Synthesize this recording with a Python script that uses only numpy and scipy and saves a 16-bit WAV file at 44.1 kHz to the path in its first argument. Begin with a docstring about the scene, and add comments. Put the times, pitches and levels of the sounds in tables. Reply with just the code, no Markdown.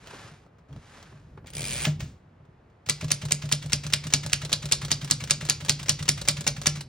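"""One finger types an even run of keys on a portable typewriter that stands on a wooden table.
Before this the machine is turned on the table and its carriage is pushed over the rack to its stop.
Impacts are short noise bursts, coloured by what is struck; they set decaying modes of the steel frame going.
Pushes ring the low modes of the table top. A small room adds echoes and a decaying tail to the machine,
over steady low noise, and two close microphone ports hear it partly alike."""
import sys
import numpy as np
from scipy import signal
from scipy.fft import rfft, irfft
from scipy.io import wavfile

SR = 44100
rng = np.random.default_rng(int(sys.argv[2]) if len(sys.argv) > 2 else 0)


def output_pcm(signal):
    """Save a mono or channel-first signal as 16-bit PCM at the path in sys.argv[1].

    Samples are clipped to [-1, 1] before scaling.
    """
    pcm = np.clip(np.atleast_2d(signal).T, -1, 1) * 32767
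    wavfile.write(sys.argv[1], SR, np.round(pcm).astype(np.int16))


N = 303408

# Keystrokes: (slug hits the platen [s], blow level [dB], rebound level [dB], key bottoms this long before [ms],
# key clatter level [dB], thump into the table [dB])
KEYSTROKES = [(2.8966, -8, -6, 8.5, -25, -30), (3.116, -11, -0.8, 10.7, -27.5, -28.5),
              (3.3188, -15, -1, 10, -26.5, -27), (3.524, -9.5, -3, 8.6, -26, -24),
              (3.7313, -8, -4, 9.8, -26.5, -25), (3.9348, -8, 0.5, 10, -29.5, -27),
              (4.1371, -3, -4.5, 11.3, -30, -23.5), (4.3307, -10, 1.5, 10.2, -36, -29),
              (4.5286, -6, -4.5, 10.4, -29.5, -30), (4.7221, -4, -3.5, 8.3, -27, -30),
              (4.9156, -5, -8.5, 9.2, -28, -26.5), (5.1104, -4, -9.5, 9.7, -31, -27.5),
              (5.3084, -3.5, -5, 9.6, -27.5, -28), (5.4977, -4.5, -9.5, 9.6, -28, -30),
              (5.695, -3.5, -5.5, 10.3, -27.5, -25), (5.894, -4, -5.5, 10, -26.5, -25.5),
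              (6.0887, -8, 1, 8.1, -26, -23), (6.2857, -2.5, -4, 8.8, -25, -25),
              (6.4758, -9, -4, 9, -21, -27.5), (6.668, -7.5, -0.5, 8.8, -21, -21.5)]
# Keys let go: (typebar lands on its rest [s], thump into the table [dB])
KEY_RELEASES = [(3.013, -20), (3.2197, -20.5), (3.4234, -22), (3.6259, -24), (3.839, -23.5), (4.041, -24),
                (4.235, -22), (4.419, -24), (4.6269, -22), (4.819, -21.5), (5.016, -23.5), (5.2062, -23),
                (5.412, -21.5), (5.608, -23), (5.797, -23.5), (5.994, -20), (6.179, -28.5), (6.3706, -22),
                (6.5668, -19.5), (6.7593, -22)]
# Modes of the wooden table top: (frequency [Hz], relative level [dB], t60 before damping [s])
TABLE_MODES = [(52, -16, 0.34), (90.6, -8.5, 0.22), (117.2, 1, 0.17), (145.4, 0.5, 0.39),
               (190.7, -3.5, 0.094), (260, -15, 0.17), (313, -50, 0.06), (416, -15, 0.073),
               (613, -14.5, 0.13)]
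# Spectrum of keys and loose parts: (frequency [Hz], relative level [dB])
KEY_COLOUR = [(200, 2.5), (600, 2.5), (2300, 4), (4500, 3.5), (8000, 2.5), (11500, -14), (15000, -5)]
# Spectrum of the steel body and the carriage rail: (frequency [Hz], relative level [dB])
BODY_COLOUR = [(300, -2.5), (1000, 4.5), (1600, 8), (2500, 9.5), (5000, 3), (8000, 2.5), (11500, -18),
               (15000, -1)]

UNEVEN_DB = 1.5  # standard deviation of the small clicks from one to the next


def amp(db):
    """Level in decibels to amplitude ratio: 20 dB is a factor of ten."""
    return 10 ** (np.asarray(db, float) / 20)


def read(points, hz):
    """Piecewise-linear interpolation of a spectrum on a log-frequency axis."""
    f, value = np.transpose(points)
    return np.interp(np.log(hz + 1), np.log(f + 1), value)


def add(mix, s, sound):
    """Linear superposition: mixes a sound in at time s, in place."""
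    part = mix[max(round(s * SR), 0):][:len(sound)]
    part += sound[:len(part)]


def level(rows):
    """Envelope linear in decibels between rows (time [s], level [dB]), 120 dB down outside them."""
    s, db = np.transpose(rows)
    return amp(np.interp(np.arange(N) / SR, s, db, left=-120, right=-120))


def noise():
    """White noise of unit power: equal power at every frequency."""
    return rng.standard_normal(N)


def held_db(spread_db, hold):
    """Random modulation in dB: a normal draw held for a number of samples."""
    draws = rng.standard_normal(N // hold + 1)
    return spread_db * np.repeat(draws, hold)[:N]


def colour(x, points, size=2048):
    """Minimum-phase (causal) filter of a given spectrum, scaled to keep the power of white noise."""
    hz = abs(np.fft.fftfreq(size, 1 / SR))
    log_gain = np.log(amp(read(points, hz)))
    # the Hilbert transform of the log gain gives the minimum phase
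    response = np.exp(np.conj(signal.hilbert(log_gain)))
    taps = np.fft.ifft(response).real[:size // 2]
    return signal.oaconvolve(x, taps / np.linalg.norm(taps))[:N]


def ring(x, modes, damping=1):
    """Modal synthesis: the excitation x sets exponentially decaying sines going; damping scales t60."""
    t = np.arange(SR // 2) / SR
    response = sum(amp(db - 60 * t / (t60 * damping)) * np.sin(2 * np.pi * hz * t)
                   for hz, db, t60 in modes)
    return signal.oaconvolve(x, response)


def bursts(s, db, rise_ms, t60_ms):
    """Impact noise: linear rise up to each time s, exponential decay after; the envelope fixes the energy."""
    out = np.zeros(N)
    rows = np.broadcast(s, amp(db), np.maximum(rise_ms, .05), np.maximum(t60_ms, .5))
    for at, gain, rise, t60 in rows:
        ms = np.arange(-rise, t60, 1000 / SR)
        shape = np.where(ms < 0, 1 + ms / rise, amp(-60 * ms / t60))
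        noisy = shape * rng.standard_normal(len(ms))
        same_energy = np.linalg.norm(shape) / np.linalg.norm(noisy)
        add(out, at - rise / 1000, gain * noisy * same_energy)
    return out


def hush():
    """Stationary filtered noise: the steady low noise of the room."""
    # Spectrum of the room noise: (frequency [Hz], relative level [dB])
    hush_colour = [(30, 5.5), (50, -6), (140, -5), (220, -3), (600, -4.5), (1000, -9), (1300, -11.5),
                   (1600, -13.5), (2000, -17), (4200, -30), (6500, -36.5), (11000, -39), (12500, -66)]
    return amp(-60) * colour(noise(), hush_colour, size=8192)


def room(x):
    """Reverberation as convolution: direct sound, single echoes, and sparse taps with t60 set by frequency."""
    # Single echoes: (delay [ms], level against the direct sound [dB])
    echoes = [(2.5, -63.5), (7.0, -17), (9.5, -24.5), (12.5, -29.5), (23.0, -23.5), (28.0, -25)]
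    # Reverberation time: (frequency [Hz], t60 [s])
    room_t60 = [(200, 1), (1000, 0.28), (4500, 0.33), (8000, 0.21), (13000, 0.14)]
    taps = np.zeros(SR // 2)
    at = np.arange(200, len(taps) - 20, 20)
    taps[at + rng.integers(0, 20, len(at))] = rng.choice([-1., 1.], len(at))
    hz, t, bands = signal.stft(taps, SR, nperseg=128)
    decay = amp(-60 * t / read(room_t60, hz)[:, None])
    response = signal.istft(bands * decay, SR, nperseg=128)[1]
    response *= amp(-15.5) / np.linalg.norm(response)
    response[0] = 1  # direct sound
    for ms, db in echoes:
        response[round(ms * SR / 1000)] += amp(db)
    return signal.oaconvolve(x, response)[:N]


def ports(a, b, likeness):
    """Coherence of two receivers: left hears a; right hears a shifted in phase, blended with unrelated b."""
    # Phase by which the left port leads: (frequency [Hz], lead [rad])
    phase_lead = [(300, 0), (690, -.4), (2000, .1), (3200, .8), (4900, .4), (6370, 1.4), (7700, 2.25),
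                  (9400, 2.95), (14500, 3.2), (15400, 3.5)]
    hz = np.fft.rfftfreq(N, 1 / SR)
    same = np.clip(read(likeness, hz), 0, 1)
    turn = np.exp(.5j * read(phase_lead, hz))  # half the lead on each port
    a, b = rfft(a), rfft(b)
    right = same * a + np.sqrt(1 - same ** 2) * b  # keeps the power
    return irfft(np.array([a * turn, right / turn]), N)


def teeth():
    """Ratchet kinematics: when each rack tooth passes the pawl, and the dB lost while the carriage is slow."""
    # Carriage travel along the rack: (time [s], teeth passed [count])
    travel = [(1.4713, 0), (1.5355, 2), (1.5685, 4), (1.6072, 7), (1.653, 11), (1.6928, 15), (1.7955, 28),
              (1.8444, 34)]
    full_speed, db_per_doubling = 67, 10  # teeth/s; slower than this the pawl drops more softly
    s, passed = np.transpose(travel)
    at = np.interp(np.arange(passed[-1] + 1), passed, s)
    speed = 1 / np.gradient(at)
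    return at, db_per_doubling * np.log2(np.minimum(speed / full_speed, 1))


def pushes():
    """Impulses into the table, each as (time [s], level [dB], rise [ms], t60 factor, extra low level [dB])."""
    # Pushes in handling: (time [s], level [dB], factor on t60 [ratio], extra level of the lowest modes [dB])
    thuds = [(0.244, -52, 0.59, 14), (0.315, -40, .42, -4), (0.424, -58, .65, -3), (1.13, -44, 0.92, -3),
             (1.869, -14, 0.72, -11), (2.023, -28.5, 0.54, 7.5), (2.236, -50, 0.97, -5),
             (2.4, -46.5, 0.54, 5.5), (2.486, -48.5, 0.33, 12), (2.871, -44, 0.57, 13)]
    # Push of a blow: (delay after the slug hits [ms], rise time constant [ms], factor on t60 [ratio],
    # extra level of the lowest modes [dB])
    blow_push = (2.5, 1.5, 0.88, -5)
    # Push of a returning typebar: (delay after it lands [ms], rise time constant [ms],
    # extra level of the lowest modes [dB])
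    return_push = (12.44, 5.1, 1.9)
    # The ring shortens as the hand moves along the row:
    # (factor on t60 at the first key [ratio], at the last key [ratio])
    return_damping = (0.7, 0.24)
    rows = [(s, db, 2.9, damping, low_db) for s, db, damping, low_db in thuds]
    rows += [(s + blow_push[0] / 1000, db, *blow_push[1:]) for s, *_, db in KEYSTROKES]
    delay_ms, rise_ms, low_db = return_push
    dampings = np.linspace(*return_damping, len(KEY_RELEASES))
    rows += [(s + delay_ms / 1000, db, rise_ms, damping, low_db)
             for (s, db), damping in zip(KEY_RELEASES, dampings)]
    return rows


def table_shaking():
    """Random vibration: low noise while things move on the table, and modes driven by feet and rack."""
    # Shudder of the table top: (time [s], level [dB])
    shudder = [(0.0, -55), (0.84, -58), (1.21, -52.5), (1.44, -46.5), (1.65, -81), (1.84, -40.5),
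               (2.05, -39.5), (2.22, -58.5), (2.9, -60.5), (3.05, -47.5), (5, -44), (6.78, -42.5),
               (6.88, -48)]
    # Spectrum of the shudder: (frequency [Hz], relative level [dB])
    shake_colour = [(30, -6.5), (55, 1), (100, 3), (150, 1.5), (220, -7.5), (400, -19), (1000, -60)]
    # Noise drive from the juddering feet: (time [s], level [dB])
    foot_judder = [(0.69, -71.5), (0.786, -68.5), (0.82, -100)]
    shaking = colour(level(shudder) * noise(), shake_colour, size=8192)
    at, speed_db = teeth()
    rack_rumble = level(np.transpose([at, -67 + speed_db]))
    drive = (level(foot_judder) + rack_rumble) * noise()
    return shaking + ring(drive, TABLE_MODES, damping=.3)[:N]


def table_thumps():
    """Modal response of a plate: each soft push acts at its own spot and so reweights the low modes."""
    out = np.zeros(N)
    rows = pushes()
    spots = rng.standard_normal((len(rows), len(TABLE_MODES), 2))
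    for (at, db, rise_ms, damping, low_db), spot in zip(rows, spots):
        modes = []
        for (hz, mode_db, t60), (detune, weight) in zip(TABLE_MODES, spot):
            spread = 3 * weight * (mode_db < -4)  # only the weaker modes vary in level
            modes.append((hz * (1 + .015 * detune), mode_db + spread + low_db * (hz < 130), t60))
        sound = ring([amp(db)], modes, max(damping, .05))
        ms = np.arange(len(sound)) / SR * 1000
        onset = (1 - np.exp(-ms / max(rise_ms, .5))) ** 2
        add(out, at, sound * onset)
    return out


def drag():
    """Friction noise: the feet scrape grittily on the wood; each drag swells, holds and fades."""
    # Drags: (start [s], full [s], letting go [s], end [s], level before grit at start [dB], at full [dB])
    drags = [(0.001, .11, 0.25, 0.48, -57.5, -48), (0.686, 0.955, 0.99, 1.38, -67.5, -52)]
    # Spectrum of the scrape: (frequency [Hz], relative level [dB])
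    scrape_colour = [(200, -3), (600, -2.5), (1600, -1.5), (3200, -8), (6500, -12.5), (10000, -15),
                     (15000, -33)]
    fade_db = -23.5  # below full, at the end of a drag
    grit = amp(held_db(1.5, 64) + held_db(1.4, 512))
    weight = sum(level([(start, start_db), (full, db), (letting_go, db), (end, db + fade_db)])
                 for start, full, letting_go, end, start_db, db in drags)
    return colour(weight * grit * noise(), scrape_colour)


def knocks():
    """Impact excitation: handling knocks, each divided between the steel body and the wood."""
    # Knocks of body and carriage: (time [s], level before the division [dB], t60 [ms], share of wood [0-1])
    knock_rows = [(0.072, -35, 48, 0.54), (0.131, -40.5, 76, 0.9), (0.436, -56, 30, 0.9),
                  (0.464, -49.5, 21, 0.77), (0.585, -53.5, 94, 0.7), (0.728, -47.5, 30, 0.34),
                  (0.763, -39, 16, 0.72), (1.027, -39.5, 33, 0.37), (1.125, -44.5, 34, 1),
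                  (1.375, -42, 65, 1), (1.444, -48, 55, 0.93), (1.461, -44, 35, 0.6),
                  (1.852, -18.5, 32, 0.08), (1.869, -22.5, 14, 0.6), (2.005, -30, 51, 0.24),
                  (2.452, -59, 47, 0.56), (2.7, -64, 42, 0.36)]
    # Spectrum of the wood: (frequency [Hz], relative level [dB])
    wood_colour = [(150, -8), (350, 0), (800, -3), (1500, -12), (3000, -24), (6000, -34), (15000, -45)]
    rise_ms = .85
    s, db, t60_ms, wood = np.transpose(knock_rows)
    wood_db, steel_db = (20 * np.log10(np.clip(share, 1 / 1000, 1)) for share in (wood, 1 - wood))
    steel_part = colour(bursts(s, db + steel_db, rise_ms, t60_ms), BODY_COLOUR)
    wood_part = colour(bursts(s, db + wood_db, rise_ms, t60_ms), wood_colour)
    return steel_part + wood_part


def carriage():
    """Ratchet and sliding friction: the pawl clicks over the rack, the rail hisses, loose parts settle."""
    # Spectrum of the rack clicks: (frequency [Hz], relative level [dB])
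    rack_colour = [(600, -4.5), (1300, -30), (2400, -1.5), (4200, -4.5), (6500, -4), (8200, -0.5),
                   (10000, -4.5), (15000, -11.5)]
    # Modes of the pawl on the rack: (frequency [Hz], relative level [dB], t60 [s])
    pawl_modes = [(2430, -6, 0.026), (3630, -17.5, 0.02), (5030, -3.5, 0.014), (8870, -1.5, 0.045)]
    # Carriage sliding on its rail: (time [s], level [dB])
    rail_slide = [(1.46, -59), (1.48, -47.5), (1.522, -65), (1.532, -50.5), (1.582, -45.5), (1.84, -37),
                  (1.856, -22.5), (1.86, -46)]
    # Loose parts after the carriage meets its stop and rebounds: (time [s], level [dB], rise [ms], t60 [ms])
    settling_rows = [(1.862, -31, 10, 184), (2.003, -43, 11, 340)]
    at, speed_db = teeth()
    click_db = -27.5 + speed_db + UNEVEN_DB * rng.standard_normal(len(at))
    rack = colour(bursts(at, click_db, 0.8, 15), rack_colour)
    pawl = amp(-26.5) * ring(rack, pawl_modes)[:N]
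    slide = colour(level(rail_slide) * noise(), BODY_COLOUR)
    settling = colour(bursts(*np.transpose(settling_rows)), KEY_COLOUR)
    return rack + pawl + slide + settling


def frame(blows, s):
    """Modal response of the steel frame: every typebar loads it its own way, shifting and reweighting modes."""
    # Modes of the frame: (mean frequency [Hz], mean relative level [dB], t60 [s])
    frame_modes = [(587, -9, .11), (1450, -14, .04), (2400, -8, .03), (2950, -10, .04), (3760, -9, .03),
                   (4130, -8, .035), (4685, -5, .03), (5300, -8, .03), (6080, -9, .025), (6810, -8, .03),
                   (8700, -9, .02)]
    out = np.zeros(N)
    bars = rng.standard_normal((len(s), len(frame_modes), 2))
    for at, end, bar in zip(s, np.append(s[1:], N / SR), bars):
        modes = [(hz * (1 + .011 * detune), db + 2.2 * weight, t60)
                 for (hz, db, t60), (detune, weight) in zip(frame_modes, bar)]
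        add(out, at, ring(blows[round(at * SR):round(end * SR)], modes))
    return out


def typing():
    """Impact chain of a keystroke: finger lands, key bottoms, slug hits and rebounds, bar falls, carriage steps."""
    # Escapement stepping the carriage one space: (time [s], level before chatter [dB])
    escapement = [(3.044, -34), (3.253, -31.5), (3.455, -37.5), (3.6597, -36.5), (3.8662, -30.5),
                  (4.069, -30), (4.2634, -27.5), (4.45, -28), (4.656, -28.5), (4.849, -29), (5.0453, -30.5),
                  (5.239, -30.5), (5.4515, -31.5), (5.6491, -32), (5.8304, -32.5), (6.0266, -30),
                  (6.2148, -28), (6.408, -29), (6.616, -30.5), (6.8087, -31)]
    # Spectra of slug, clatter, bar on its rest, and escapement: (frequency [Hz], relative level [dB])
    slug_colour = [(300, -23.5), (1000, -19.5), (1600, -14), (2300, -6), (4200, -7), (5000, -1.5),
                   (8000, -1), (10000, -4.5), (11500, -16), (13000, -8), (15000, -65)]
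    clatter_colour = [(300, -11), (1000, -8), (2300, -8.5), (3200, -3.5), (4600, 7), (6500, -4),
                      (10000, -5), (11500, -22), (13000, -49), (15000, -23)]
    rest_colour = [(300, -11), (1000, -3), (2300, 0.5), (4200, -2.5), (8000, -4), (11500, -13),
                   (15000, -16.5)]
    pawl_colour = [(400, -1.5), (2300, -6), (4200, 0), (6500, -2), (8000, 1.5), (11500, -9), (15000, -14)]
    touch_ms, rebound_ms = 33, 2.9  # finger lands before the slug hits; slug rebounds after it
    s, db, rebound_db, lead_ms, key_db, _ = np.transpose(KEYSTROKES)
    fall, _ = np.transpose(KEY_RELEASES)
    step, step_db = np.transpose(escapement)
    touch, bottom = s - touch_ms / 1000, s - lead_ms / 1000
    touch_db, fall_db = UNEVEN_DB * rng.standard_normal((len(s), 2)).T
    loose = amp(held_db(1.68, 32))  # loose parts chatter unevenly

    slugs = bursts(s, db, .2, 9) + bursts(s + rebound_ms / 1000, rebound_db, .1, 3.5)
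    clatter = bursts(s + 0.0072, db - 17.0, 3.74, 56) + bursts(s + 0.0057, db - 30, 3.15, 190)
    keys = bursts(bottom, key_db, 1.0, 85)
    # the lever slides back, then the bar lands
    falls = bursts(fall, -37.5 + fall_db, 7.9, 143) + bursts(fall, -36.5 + fall_db, 0.86, 22)
    steps = bursts(step, step_db, 0.88, 49)
    # the finger lands and takes up the slack in the key lever
    touches = bursts(touch, -41.5 + touch_db, 3.7, 124.0) + bursts(touch, -38 + touch_db, 0.8, 18)
    # levers and springs, from the first touch to the last step
    rustle = level([(touch[0], -57), (step[-1], -57)]) * noise()

    blows = colour(slugs, slug_colour) + colour(loose * clatter, clatter_colour)
    blows += colour(keys + loose * (touches + rustle), KEY_COLOUR)
    blows += colour(loose * falls, rest_colour) + colour(loose * steps, pawl_colour)
    return blows + amp(-38.5) * frame(blows, bottom - .002)


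def machine():
    """Superposition of everything that clicks and scrapes, reverberated by the room."""
    return room(typing() + knocks() + carriage() + drag())


def scene():
    """Superposition of partly coherent machine and room noise with a table alike in both ports."""
    # Likeness of the ports for the machine: (frequency [Hz], coherence [0-1])
    machine_likeness = [(250, .99), (800, .88), (1800, .93), (3000, .62), (5000, .85), (8000, .9),
                        (10500, .99), (13500, .995), (15000, .75)]
    # Likeness of the ports for the room noise: (frequency [Hz], coherence [0-1])
    hush_likeness = [(100, .998), (300, .85), (700, .3), (2500, .6), (8000, .8), (10000, .99)]
    table = table_shaking() + table_thumps()
    return ports(machine(), machine(), machine_likeness) + table + ports(hush(), hush(), hush_likeness)


def record(dry):
    """Band-limited transducer with saturation: bass cut, soft overload near full scale, treble roll-off."""
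    bass_cut_hz, stop_hz, edge_hz = 38.5, 16500, 17146  # stop_hz: 40 dB down from here up
    bass_cut = signal.butter(4, bass_cut_hz, "high", fs=SR, output="sos")
    roll_off = signal.cheby2(12, 40, stop_hz, fs=SR, output="sos")
    band_limit = signal.firwin(511, edge_hz, window=("kaiser", 9), fs=SR)
    heard = signal.sosfilt(bass_cut, dry)
    heard = .9 * np.tanh(heard / .9)
    heard = signal.sosfilt(roll_off, heard)
    return signal.oaconvolve(heard, band_limit[None], "same")


dry = scene()
out = record(dry)
output_pcm(out)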